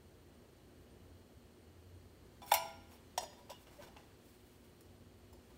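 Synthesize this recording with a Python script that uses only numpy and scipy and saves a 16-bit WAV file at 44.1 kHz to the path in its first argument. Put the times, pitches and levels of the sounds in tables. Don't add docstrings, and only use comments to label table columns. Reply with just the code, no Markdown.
import sys
import numpy as np
from scipy import signal
from scipy.fft import rfft, irfft, next_fast_len
from scipy.io import wavfile
from scipy.ndimage import map_coordinates

SR = 44100
rng = np.random.default_rng(int(sys.argv[2]) if len(sys.argv) > 2 else 0)


def wav_out(sig):
    wavfile.write(sys.argv[1], SR, np.round(np.clip(np.atleast_2d(sig).T, -1, 1) * 32767).astype(np.int16))


def to_linear_factor(level_db):
    exponent = np.asarray(level_db, float) / 20
    return 10 ** exponent


N = 245637


def unit(x):
    return x / np.sqrt(np.mean(x ** 2) + 1e-20)


def along(points, hz):
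    point_hz, value = np.transpose(points)
    return np.interp(np.log(hz + 1), np.log(point_hz + 1), value)


def wobble(rate):
    knots = rng.standard_normal(int(N * rate / SR) + 4)
    return map_coordinates(knots, [np.arange(N) * rate / SR])


def filtered(x, gain):
    size = next_fast_len(x.shape[-1])
    spectrum = rfft(x, size) * gain(np.fft.rfftfreq(size, 1 / SR))
    return irfft(spectrum, size)[..., :x.shape[-1]]


def noise(gain):
    return unit(filtered(rng.standard_normal(N), gain))


def humps(peaks, f):
    power = 0
    for hz, width, db in peaks:
        power = power + to_linear_factor(db) ** 2 / width / (1 + (2 * (f - hz) / width) ** 2) ** 2
    return np.sqrt(power)


def narrow(peaks):
    total = np.linalg.norm(to_linear_factor([db for _, _, db in peaks]))
    return total * noise(lambda f: humps(peaks, f))


def hump(t, crest, rise, fall):
    return np.sin(np.pi / 2 * np.interp(t, [crest - rise, crest, crest + fall], [0, 1, 0])) ** 2


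def swells(rows, column):
    t = np.arange(N) / SR
    return sum(to_linear_factor(row[column]) * hump(t, *row[:3]) for row in rows)


def dying(gain, t60_of, size):
    hz, t, z = signal.stft(rng.standard_normal(size), SR, nperseg=256, noverlap=192)
    hz = hz[:, None] + 1
    fading = z * gain(hz) * to_linear_factor(-60 * t / t60_of(hz))
    tail = signal.istft(fading, SR, nperseg=256, noverlap=192)[1][:size]
    return tail / np.linalg.norm(tail)


# crest in seconds, rise in seconds, fall in seconds, level in dB.
MOTOR_SWELLS = [
    (0.01, .3, 0.77, -69.5),
    (1.1, 0.6, 0.3, -68),
    (1.85, 0.37, 0.27, -65),
    (2.8, 1.8, 0.74, -67.5),
    (5.1, 0.73, 0.95, -69.5),
]


def motor():
    start_hz, climb_hz, creep_power = 84, 11, 1.5
    steady_db = -89
    pitch = start_hz + climb_hz * (np.arange(N) / N) ** creep_power + 3.64 * wobble(10)
    level = (to_linear_factor(steady_db) + swells(MOTOR_SWELLS, column=3)) * to_linear_factor(1.6 * wobble(7.2))
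    return np.sqrt(2) * level * np.sin(2 * np.pi * np.cumsum(pitch) / SR)


# pitch in Hz, width in Hz, level in dB.
BUZZ = [(57.4, 5, -74), (130.5, 12, -78), (239.4, 5.3, -75), (385, 81, -86)]
# pitch in Hz, width in Hz, level in dB.
WHINE = [(2930, 98, -87), (3267, 170, -88), (4060, 220, -88.5), (4310, 160, -87), (4600, 37, -90.5),
         (7900, 130, -101), (8910, 110, -88), (13880, 310, -90)]


def electric():
    mains_hz, mains_db = 360.3, -73
    level = to_linear_factor(mains_db + 0.99 * wobble(2.75))
    mains = np.sqrt(2) * level * np.sin(2 * np.pi * mains_hz * np.arange(N) / SR)
    return mains + narrow(BUZZ) + narrow(WHINE)


# frequency in Hz, level in dB per Hz.
AIR = [(15, -63), (25, -27), (39, -14.5), (84, -0.5), (113, -9), (206, -10.5), (236, -9), (327, -11),
       (362, -11), (388, -11.5), (415, -11), (1500, -33), (1950, -31.5), (3300, -120)]
# frequency in Hz, level in dB per Hz.
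HISS = [(500, -2), (1200, -3.5), (2500, -5.5), (5000, -10.5), (8500, -12), (9500, -15), (12000, -17),
        (13200, -13.5), (15700, -15.5)]
# crest in seconds, rise in seconds, fall in seconds, level in dB.
STIR = [
    (3.3, 1.7, 2.6, -82.5),
    (5.57, 0.27, .45, -83),
]


def kitchen_air():
    rumble_db, sway_db, hiss_db = -63.05, 0.8, -71.5
    rumble = to_linear_factor(rumble_db + sway_db * wobble(3.27)) * noise(lambda f: to_linear_factor(along(AIR, f)))
    hiss = (to_linear_factor(hiss_db) + swells(STIR, column=3)) * noise(lambda f: to_linear_factor(along(HISS, f)))
    return rumble + hiss + motor() + electric()


BASE_HZ = [2230, 2355, 3470, 4290, 5535, 7545, 8250, 9200, 11250, 12120, 13030, 15280]
# crest in seconds, rise in seconds, fall in seconds, dull rub in dB, bright rub in dB.
SLIDES = [(2.435, 0.0177, 0.06, -75, -64), (2.507, 0.061, 0.0078, -66, -55.5),
          (2.56, 0.018, 0.04, -61, -57), (2.64, .06, 0.14, -63, -66), (2.93, 0.058, 0.076, -73, -67),
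          (3.235, 0.04, 0.035, -58.5, -63), (3.27, .02, .03, -76, -68), (3.3, .012, 0.016, -74, -72),
          (3.333, 0.013, .02, -72, -69), (3.39, .05, 0.037, -70, -75), (3.632, 0.104, 0.035, -86, -69),
          (3.672, 0.0094, 0.031, -77, -84.5), (3.72, 0.071, 0.13, -64, -73),
          (3.835, 0.055, 0.03, -59.5, -70), (3.878, 0.062, 0.019, -60, -72),
          (3.982, 0.0063, 0.037, -64, -85), (4.274, 0.073, 0.23, -101, -69.5),
          (4.48, 0.061, 0.28, -92, -74), (4.652, 0.033, 0.205, -79, -78.5)]
# frequency in Hz, level in dB.
RUB_DULL = [(500, 5.5), (1000, 4.5), (1600, -2), (3500, -11), (6000, -10), (9000, -15.5)]
# frequency in Hz, level in dB.
RUB_BRIGHT = [(4000, -6), (6500, -7), (8500, -4), (13000, -4.5), (15500, -0.5)]


def slides():
    grit = to_linear_factor(0.86 * wobble(300) + 1.9 * wobble(65))
    base = [(hz, 110, 0) for hz in BASE_HZ]

    def steel(f):
        return 1 + 14 * humps(base, f)

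    dull = unit(grit * noise(lambda f: steel(f) * to_linear_factor(along(RUB_DULL, f))))
    bright = unit(grit * noise(lambda f: steel(f) * to_linear_factor(along(RUB_BRIGHT, f))))
    return swells(SLIDES, column=3) * dull + swells(SLIDES, column=4) * bright


SUNG_S = [2.428, 2.43, 2.435, 2.445, 2.466, 2.465, 2.466, 2.495, 2.5, 2.49, 2.505, 2.509, 2.89, 2.922,
          2.942, 2.932, 2.925, 3.398, 3.508, 3.803, 3.8, 3.82, 3.838, 3.84, 3.84, 3.877, 3.972, 3.97, 4.809,
          4.811, 5.335, 5.349, 5.35, 2.8, 2.56, 2.57, 3.208, 3.237, 3.425, 4.82, 3.52, 3.772, 3.876, 3.53,
          3.25, 3.26, 2.655, 3.69, 3.235, 3.23, 2.56, 2.57, 2.57, 3.555, 3.976]
SUNG_HZ = [3470, 2355, 985, 9200, 5535, 15280, 12120, 13050, 11250, 3470, 4290, 2200, 5510, 5510, 5510,
           13050, 6800, 975, 580, 585, 1950, 970, 5550, 6800, 1540, 3600, 825, 2900, 14000, 9400, 2950, 340,
           560, 5505, 4278, 5155, 730, 650, 570, 340, 5548, 5500, 5500, 3250, 4900, 1750, 825, 2900, 5697,
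           3030, 4120, 2272, 3422, 2900, 2700]
# rise in seconds, fall in seconds, level in dB.
SUNG_SHAPE = [(0.011, 0.018, -61), (0.012, 0.014, -68), (0.01322, 0.056, -60), (.015, .02, -73),
              (.006, .03, -65), (.003, .012, -61), (.003, .012, -72), (.025, .02, -69), (.02, .015, -72),
              (.012, 0.012, -63), (0.015, 0.022, -63), (0.0032, 0.0092, -53), (0.023, .015, -76),
              (0.0095, .012, -77), (.012, .012, -70), (.02, .01, -80), (0.016, .012, -76),
              (0.034, 0.067, -67.5), (0.012, 0.012, -48.5), (.03, 0.014, -52), (.015, .012, -72),
              (.02, 0.06, -62.5), (.015, 0.026, -70), (.02, 0.033, -74), (0.021, 0.016, -64),
              (.004, .007, -65), (0.00586, 0.0066, -55.5), (.003, 0.004, -62), (.002, .003, -66),
              (0.0022, 0.0057, -70), (0.0054, .008, -76), (0.0102, 0.031, -62), (0.025, .02, -68),
              (.06, 0.045, -73), (0.014, 0.048, -49), (.02, 0.063, -58), (0.0083, .008, -50),
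              (0.014, .012, -47), (0.045, 0.04, -68), (.04, 0.033, -65), (0.0078, .02, -70),
              (.004, .015, -75), (.004, .006, -71), (.015, .02, -70), (0.022, .03, -63), (0.017, .02, -72),
              (.02, 0.024, -55), (.01, .015, -72), (0.013, 0.023, -64), (0.0071, 0.025, -64),
              (.012, .03, -60), (0.023, 0.045, -56), (.015, 0.036, -60), (.02, 0.033, -63.5),
              (.004, .008, -64)]


def singing():
    out = np.zeros(N)
    waver = 0.0042 * wobble(90)
    for crest, hz, (rise, fall, db) in zip(SUNG_S, SUNG_HZ, SUNG_SHAPE):
        k = np.arange(round((crest - rise) * SR), round((crest + fall) * SR))
        tone = np.sin(2 * np.pi * hz * np.cumsum(1 + waver[k]) / SR)
        out[k] += np.sqrt(2) * to_linear_factor(db) * hump(k / SR, crest, rise, fall) * tone
    return out


# start in seconds, peak in dB.
SNAPS = [
    (2.5177, -26),
    (3.5032, -45),
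    (3.824, -47),
    (3.8343, -48),
    (3.8378, -49),
    (3.849, -52),
    (3.8862, -50),
    (3.965, -51),
    (3.97, -47),
]


def snaps():
    swing_hz, t60_s = 2600, 0.0013
    out, t = np.zeros(N), np.arange(SR // 200) / SR
    for s, db in SNAPS:
        swing = to_linear_factor(db + 4 - 60 * t / t60_s) * np.sin(2 * np.pi * swing_hz * t)
        out[round(s * SR):][:len(t)] -= swing
    return out


def ringing(hz, modes, t, damping):
    db, t60 = np.transpose(modes)
    hz = np.array(hz)
    decay = np.log(1000) / np.clip(t60 / damping, .01, .9)
    split_hz = 0.002 * hz * rng.uniform(-0.75, 1, len(hz))
    twin = 1 + 0.33 * np.exp(2j * np.pi * np.outer(split_hz, t))
    early = 1 + to_linear_factor(-3.5 - 60 * t / 0.08)
    return hz, db, twin * early * np.exp(np.outer(2j * np.pi * hz - decay, t))


def strike(body, tilt_db, lag):
    hz, db, waves = body
    level = db + tilt_db * np.log2(hz / 4000) + 1.5 * rng.standard_normal(len(hz))
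    return np.imag(to_linear_factor(level) * np.exp(-2j * np.pi * hz * lag) @ waves)


STOVE_HZ = [385, 573, 592, 652, 663, 714, 737, 790, 809, 832, 863, 895, 944, 985, 824, 1780]
# frequency in Hz, time to fall by 60 dB in seconds.
KITCHEN = [(300, 0.097), (1000, 0.72), (3000, 0.76), (8000, 0.41), (15000, 0.1)]


def blows(contacts, steel_hz, steel, stove, clatter_db, clatter_s, wash_db, room_db, lag, damping=1):
    t = np.arange(int(.6 * SR)) / SR
    first = round(contacts[0][0] * SR) - 200
    dry = np.zeros(2 * SR)
    thin = ringing(steel_hz, steel, t, damping)
    hollow = ringing(STOVE_HZ, stove, t, damping)
    crowds = [(hz, 260, db) for hz, (db, _) in zip(steel_hz, steel)] + [(6000, 63000, wash_db)]
    steel_attack = 1 - np.exp(-t / .0006)
    knock_attack = np.sin(np.pi / 2 * np.clip(t / lag, 0, 1)) ** 2

    for s, steel_db, knock_db, crack_db, tilt_db in contacts:
        def slope(hz):
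            return to_linear_factor(tilt_db * np.log2(hz / 4000)) / (1 + (700 / hz) ** 4)

        knock = strike(hollow, 0, lag) * knock_attack
        ring = strike(thin, tilt_db, 0) * steel_attack
        sound = to_linear_factor(steel_db - 12.0) * ring + to_linear_factor(knock_db - 7.0) * knock
        sound[:2048] += to_linear_factor(crack_db + 17.5) * dying(slope, lambda hz: .015, size=2048)
        clatter = dying(lambda hz: slope(hz) * humps(crowds, hz),
                        lambda hz: clatter_s * (4000 / hz) ** 0.22, size=SR // 4)
        sound[:SR // 4] += to_linear_factor(crack_db + clatter_db) * clatter
        dry[round(s * SR) - first:][:len(t)] += sound

    tail = dying(lambda hz: 1, lambda hz: along(KITCHEN, hz), len(t))
    echo = signal.fftconvolve(np.pad(dry, (250, 0)), tail)[:len(dry)]
    return np.pad(dry + to_linear_factor(room_db) * echo, (first, N))[:N]


# start in seconds, steel ring in dB, hollow knock in dB, crack in dB, brightness in dB per octave.
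TICKS = [
    (4.8085, -83, -98, -67, 0.5),
    (5.3285, -66, -75, -80, 3),
    (5.333, -60, -89, -73, -2),
    (5.505, -78, -82, -77, 3),
]
RIM_HZ = [5250, 7310, 8820, 10100, 10800, 13200, 15500]
# strength in dB, time to fall by 60 dB in seconds.
RIM = [(2, 0.027), (3, 0.026), (-5, .03), (1, 0.033), (-4, .03), (-6, .03), (5, 0.033)]
# strength in dB, time to fall by 60 dB in seconds.
STOVE_SIDE = [(-23, .1), (0, 0.071), (0, 0.062), (-11, 0.057), (-7, 0.108), (-41, 0.078), (-3, 0.21),
              (-23, 0.11), (-23, 0.081), (-2, 0.24), (-21, 0.076), (9.5, 0.084), (-41.5, 0.056),
              (7.5, 0.17), (-18, 0.032), (-18, 0.033)]


def ticks():
    return blows(TICKS, RIM_HZ, RIM, STOVE_SIDE, clatter_db=28.5, clatter_s=0.045,
                 wash_db=26.0, room_db=-5.0, lag=.002)


# start in seconds, steel ring in dB, hollow knock in dB, crack in dB, brightness in dB per octave.
TAPS = [
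    (3.4935, -79, -65, -60, -12),
    (3.4990, -51, -69, -55.5, 1),
    (3.503, -80, -64.5, -61, 12),
    (3.514, -66, -58.5, -57, -4),
]
SPOON_HZ = [1367, 1520, 2357, 2779, 2869, 2902, 3247, 3465, 3582, 3725, 4360, 4892, 5135, 5548, 6064, 6790,
            6957, 7790, 8031, 13969, 15257]
# strength in dB, time to fall by 60 dB in seconds.
SPOON = [(-20, 0.8), (-14, 0.48), (-13, 0.692), (-10, 0.3), (-5, 0.94), (-10, 0.5), (-3, 0.28), (-3, 0.25),
         (-9, 0.73), (-15, 0.4), (-7.5, 0.43), (-4, 0.12), (-7, 0.48), (0.5, 0.19), (-4, 0.108),
         (-16.6, 0.565), (-9, 0.16), (-14, 0.206), (-5, 0.193), (-9, 0.167), (-19.1, 0.8)]


def taps():
    return blows(TAPS, SPOON_HZ, SPOON, STOVE_SIDE, clatter_db=27.0, clatter_s=0.14,
                 wash_db=8, room_db=-14.5, lag=.0035, damping=1.3)


# start in seconds, steel ring in dB, hollow knock in dB, crack in dB, brightness in dB per octave.
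RATTLE = [
    (3.670, -82, -88, -67.5, -7.5),
    (3.768, -68, -77, -82, 7),
    (3.8235, -60, -61.5, -66, -4),
    (3.834, -67, -78.5, -75, 4.5),
    (3.872, -68, -77, -69.5, -7),
    (3.885, -84.5, -84, -66, -14),
    (3.9645, -81, -63.5, -68, -17),
    (3.9685, -59, -69, -63.5, -7),
    (3.998, -82, -73, -84, -3.5),
]
# strength in dB, time to fall by 60 dB in seconds.
STOVE_BACK = [(-8.5, 0.38), (-20, 0.25), (0, 0.39), (-14, 0.35), (-25, 0.14), (-9, 0.15), (1, 0.12),
              (-27, 0.13), (-27, 0.21), (-11, 0.2), (-11, 0.11), (-22, 0.13), (-5, 0.13), (-7, 0.17),
              (18, 0.01045), (0, 0.023)]


def rattle():
    return blows(RATTLE, SPOON_HZ, SPOON, STOVE_BACK, clatter_db=29.5, clatter_s=0.0273,
                 wash_db=16, room_db=-3.5, lag=.0018, damping=9.2)


# start in seconds, steel ring in dB, hollow knock in dB, crack in dB, brightness in dB per octave.
NUDGE = [
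    (3.1772, -46.5, -36.5, -40.5, -1.5),
    (3.1815, -57, -46, -46, 2),
    (3.2065, -55, -50, -64, 2),
    (3.2295, -65, -55, -60, 6),
    (3.2345, -75, -55, -63, -4),
    (3.331, -82, -75, -65, -11),
]
LADLE_HZ = [1680, 1920, 2790, 2950, 3145, 3375, 3572, 3652, 4190, 4274, 4850, 4942, 5125, 5465, 5545, 5655,
            5755, 6775, 7035, 7738, 8005, 8365, 8551, 9270, 10010, 13588, 14040, 15280]
# strength in dB, time to fall by 60 dB in seconds.
LADLE = [(-35, 0.1), (-4, 0.11), (-1, 0.17), (-8, .4), (-2, 0.27), (-11, 0.54), (0, 0.44), (-6, 0.46),
         (1.5, 0.18), (-8, .2), (-8, 0.58), (-5, 0.77), (-9, .3), (12, 0.044), (4, 0.12), (-21, .5),
         (3, .2), (2.5, 0.47), (-1, .15), (-20, .2), (2, 0.16), (-5, .18), (-1, .22), (-2, 0.17),
         (-9, 0.49), (-24, .3), (-3, .04), (-6, .06)]


def nudge():
    return blows(NUDGE, LADLE_HZ, LADLE, STOVE_BACK, clatter_db=28.5, clatter_s=0.051,
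                 wash_db=10.0, room_db=-15.5, lag=.003, damping=1.17)


# start in seconds, steel ring in dB, hollow knock in dB, crack in dB, brightness in dB per octave.
TOUCH = [
    (2.4185, -67, -56, -55, -5.5),
    (2.4273, -63, -56.5, -69, -1),
    (2.4635, -77, -80, -65, -1),
    (2.4765, -68, -73, -57, -3),
    (2.5065, -62, -74, -58, 8),
    (2.918, -75, -74, -59, -6),
    (2.934, -80, -69.5, -72, 6),
]
# strength in dB, time to fall by 60 dB in seconds.
BASE = [(-11, 0.056), (-2, 0.094), (-2, 0.13), (-17, .1), (3, 0.1211), (-11, .1), (-11, 0.087), (-8, .12),
        (-9.5, 0.093), (-18.5, 0.097), (-13.5, .12), (-3, 0.097)]
# strength in dB, time to fall by 60 dB in seconds.
STOVE_TOUCH = [(-24.5, .1), (-21, .1), (-19, .1), (-14, 0.18), (-14, .19), (-16, .2), (-0.5, 0.13),
               (-6, 0.18), (-15, .2), (-17, .2), (-5.5, 0.37), (-25.5, .2), (-61, .2), (-1.5, 0.5),
               (-13, .03), (-19.5, 0.01988)]


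def touch():
    return blows(TOUCH, BASE_HZ, BASE, STOVE_TOUCH, clatter_db=20.5, clatter_s=0.071,
                 wash_db=22.0, room_db=-3.5, lag=.0033)


# start in seconds, steel ring in dB, hollow knock in dB, crack in dB, brightness in dB per octave.
BOUNCE = [
    (2.5388, -30.5, -45, -27.5, 0.0023),
    (2.5445, -59.5, -45, -60, 0),
]
JUG_HZ = [1402, 1491, 2107, 2168, 2227, 2353, 2587, 2822, 2866, 2951, 2997, 3500, 3543, 3865, 4278, 5155,
          5504, 5527, 5645, 6800, 7410, 7535, 8790, 9232, 9528, 10042, 11129, 12020, 12793, 13057, 13668,
          14926, 15290]
# strength in dB, time to fall by 60 dB in seconds.
JUG = [(-17.2, 1), (-22, 0.86), (-19.5, 0.25), (-2, 0.23), (-6, 0.336), (-6.5, 0.58), (-18, 0.3), (-7, 0.4),
       (-9, 0.49), (-23, 0.3), (-15, 0.62), (-12, 0.73), (-13, 0.31), (-12, 0.43), (-14, 0.3), (-35, 0.39),
       (-12, 0.96), (-5.5, 0.49), (-2, 0.21), (-30, 0.6), (-5, 0.3), (-7, 0.33), (-19, 0.225), (-18, 0.379),
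       (-10, 0.45), (-17, 0.17), (0.5, 0.082), (-11, 0.22), (-9, 0.22), (-4, 0.2), (1, 0.131),
       (-25.7, 0.255), (-18, 0.457)]
# strength in dB, time to fall by 60 dB in seconds.
STOVE_FREE = [(-17, .04), (-12, .05), (-24, .2), (-3, .4), (5, .7), (-20, .2), (-3, .4), (-27, .2),
              (5, 0.79), (-7, .9), (-15, .2), (5, .45), (-2, .45), (8.5, 0.59), (10, .07), (8, .016)]


def bounce():
    return blows(BOUNCE, JUG_HZ, JUG, STOVE_FREE, clatter_db=23, clatter_s=0.13,
                 wash_db=12, room_db=-14, lag=.004, damping=1.45)


# start in seconds, steel ring in dB, hollow knock in dB, crack in dB, brightness in dB per octave.
LANDING = [
    (2.5143, -55.5, -68, -39.5, -4),
    (2.5170, -35.5, -34, -32, -4.5),
    (2.5203, -50, -42, -38, 8.5),
]
# strength in dB, time to fall by 60 dB in seconds.
JUG_PRESSED = [(0.5, 0.038), (2, 0.044), (-10, 0.029), (-7, 0.041), (-3, 0.045), (3, 0.06), (-4, 0.055),
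               (5.5, 0.035), (-3.5, 0.06), (-5, 0.046), (-3, 0.066), (2.5, 0.055), (9, 0.087), (-2, 0.066),
               (-4, 0.23), (-14, 0.06), (-2, 0.046), (1, 0.052), (-3, 0.13), (3.5, 0.038), (-8, 0.06),
               (5, 0.074), (5, 0.054), (-14.4, 0.06), (5, 0.066), (-4, 0.049), (3, 0.066), (-2, 0.05),
               (-3.9, 0.06), (-2, 0.06), (-1, 0.06), (-4, 0.06), (4, 0.06)]
# strength in dB, time to fall by 60 dB in seconds.
STOVE_FRONT = [(-5, .04), (6.5, 0.035), (-23, 0.2), (-22, 0.27), (-0.5, 0.31), (-40, 0.18), (-6.5, 0.51),
               (-27.5, 0.22), (5, 0.57), (-21, 0.083), (2, 0.06), (-2, 0.12), (4.5, 0.048), (0.5, 0.46),
               (15.5, 0.0693), (13, 0.016)]


def landing():
    return blows(LANDING, JUG_HZ, JUG_PRESSED, STOVE_FRONT, clatter_db=20, clatter_s=0.11,
                 wash_db=19, room_db=-18, lag=.004)


def scene():
    metal = ticks() + taps() + rattle() + nudge() + touch() + bounce() + landing()
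    metal = filtered(metal, lambda f: 1 - 1 / (1 + (f / 380) ** 6))
    return (kitchen_air() + slides() + singing() + snaps() + metal)[None]


# crest in seconds, rise in seconds, fall in seconds, level in dB.
TOP_OPENS = [
    (2.419, .004, .008, -8),
    (2.517, .008, .012, -18),
    (2.54, .004, .01, -30.5),
    (3.178, .004, .006, -19),
    (4.809, .003, .003, -14),
]


def band_limit(dry):
    limited = filtered(dry, lambda f: f < 15760)
    return limited + swells(TOP_OPENS, column=3) * (dry - limited)


def top_cut(x):
    return signal.sosfilt(signal.butter(12, 16650, fs=SR, output="sos"), x)


def record(dry):
    mix = band_limit(dry)
    return top_cut(mix)


dry = scene()
out = record(dry)
wav_out(out)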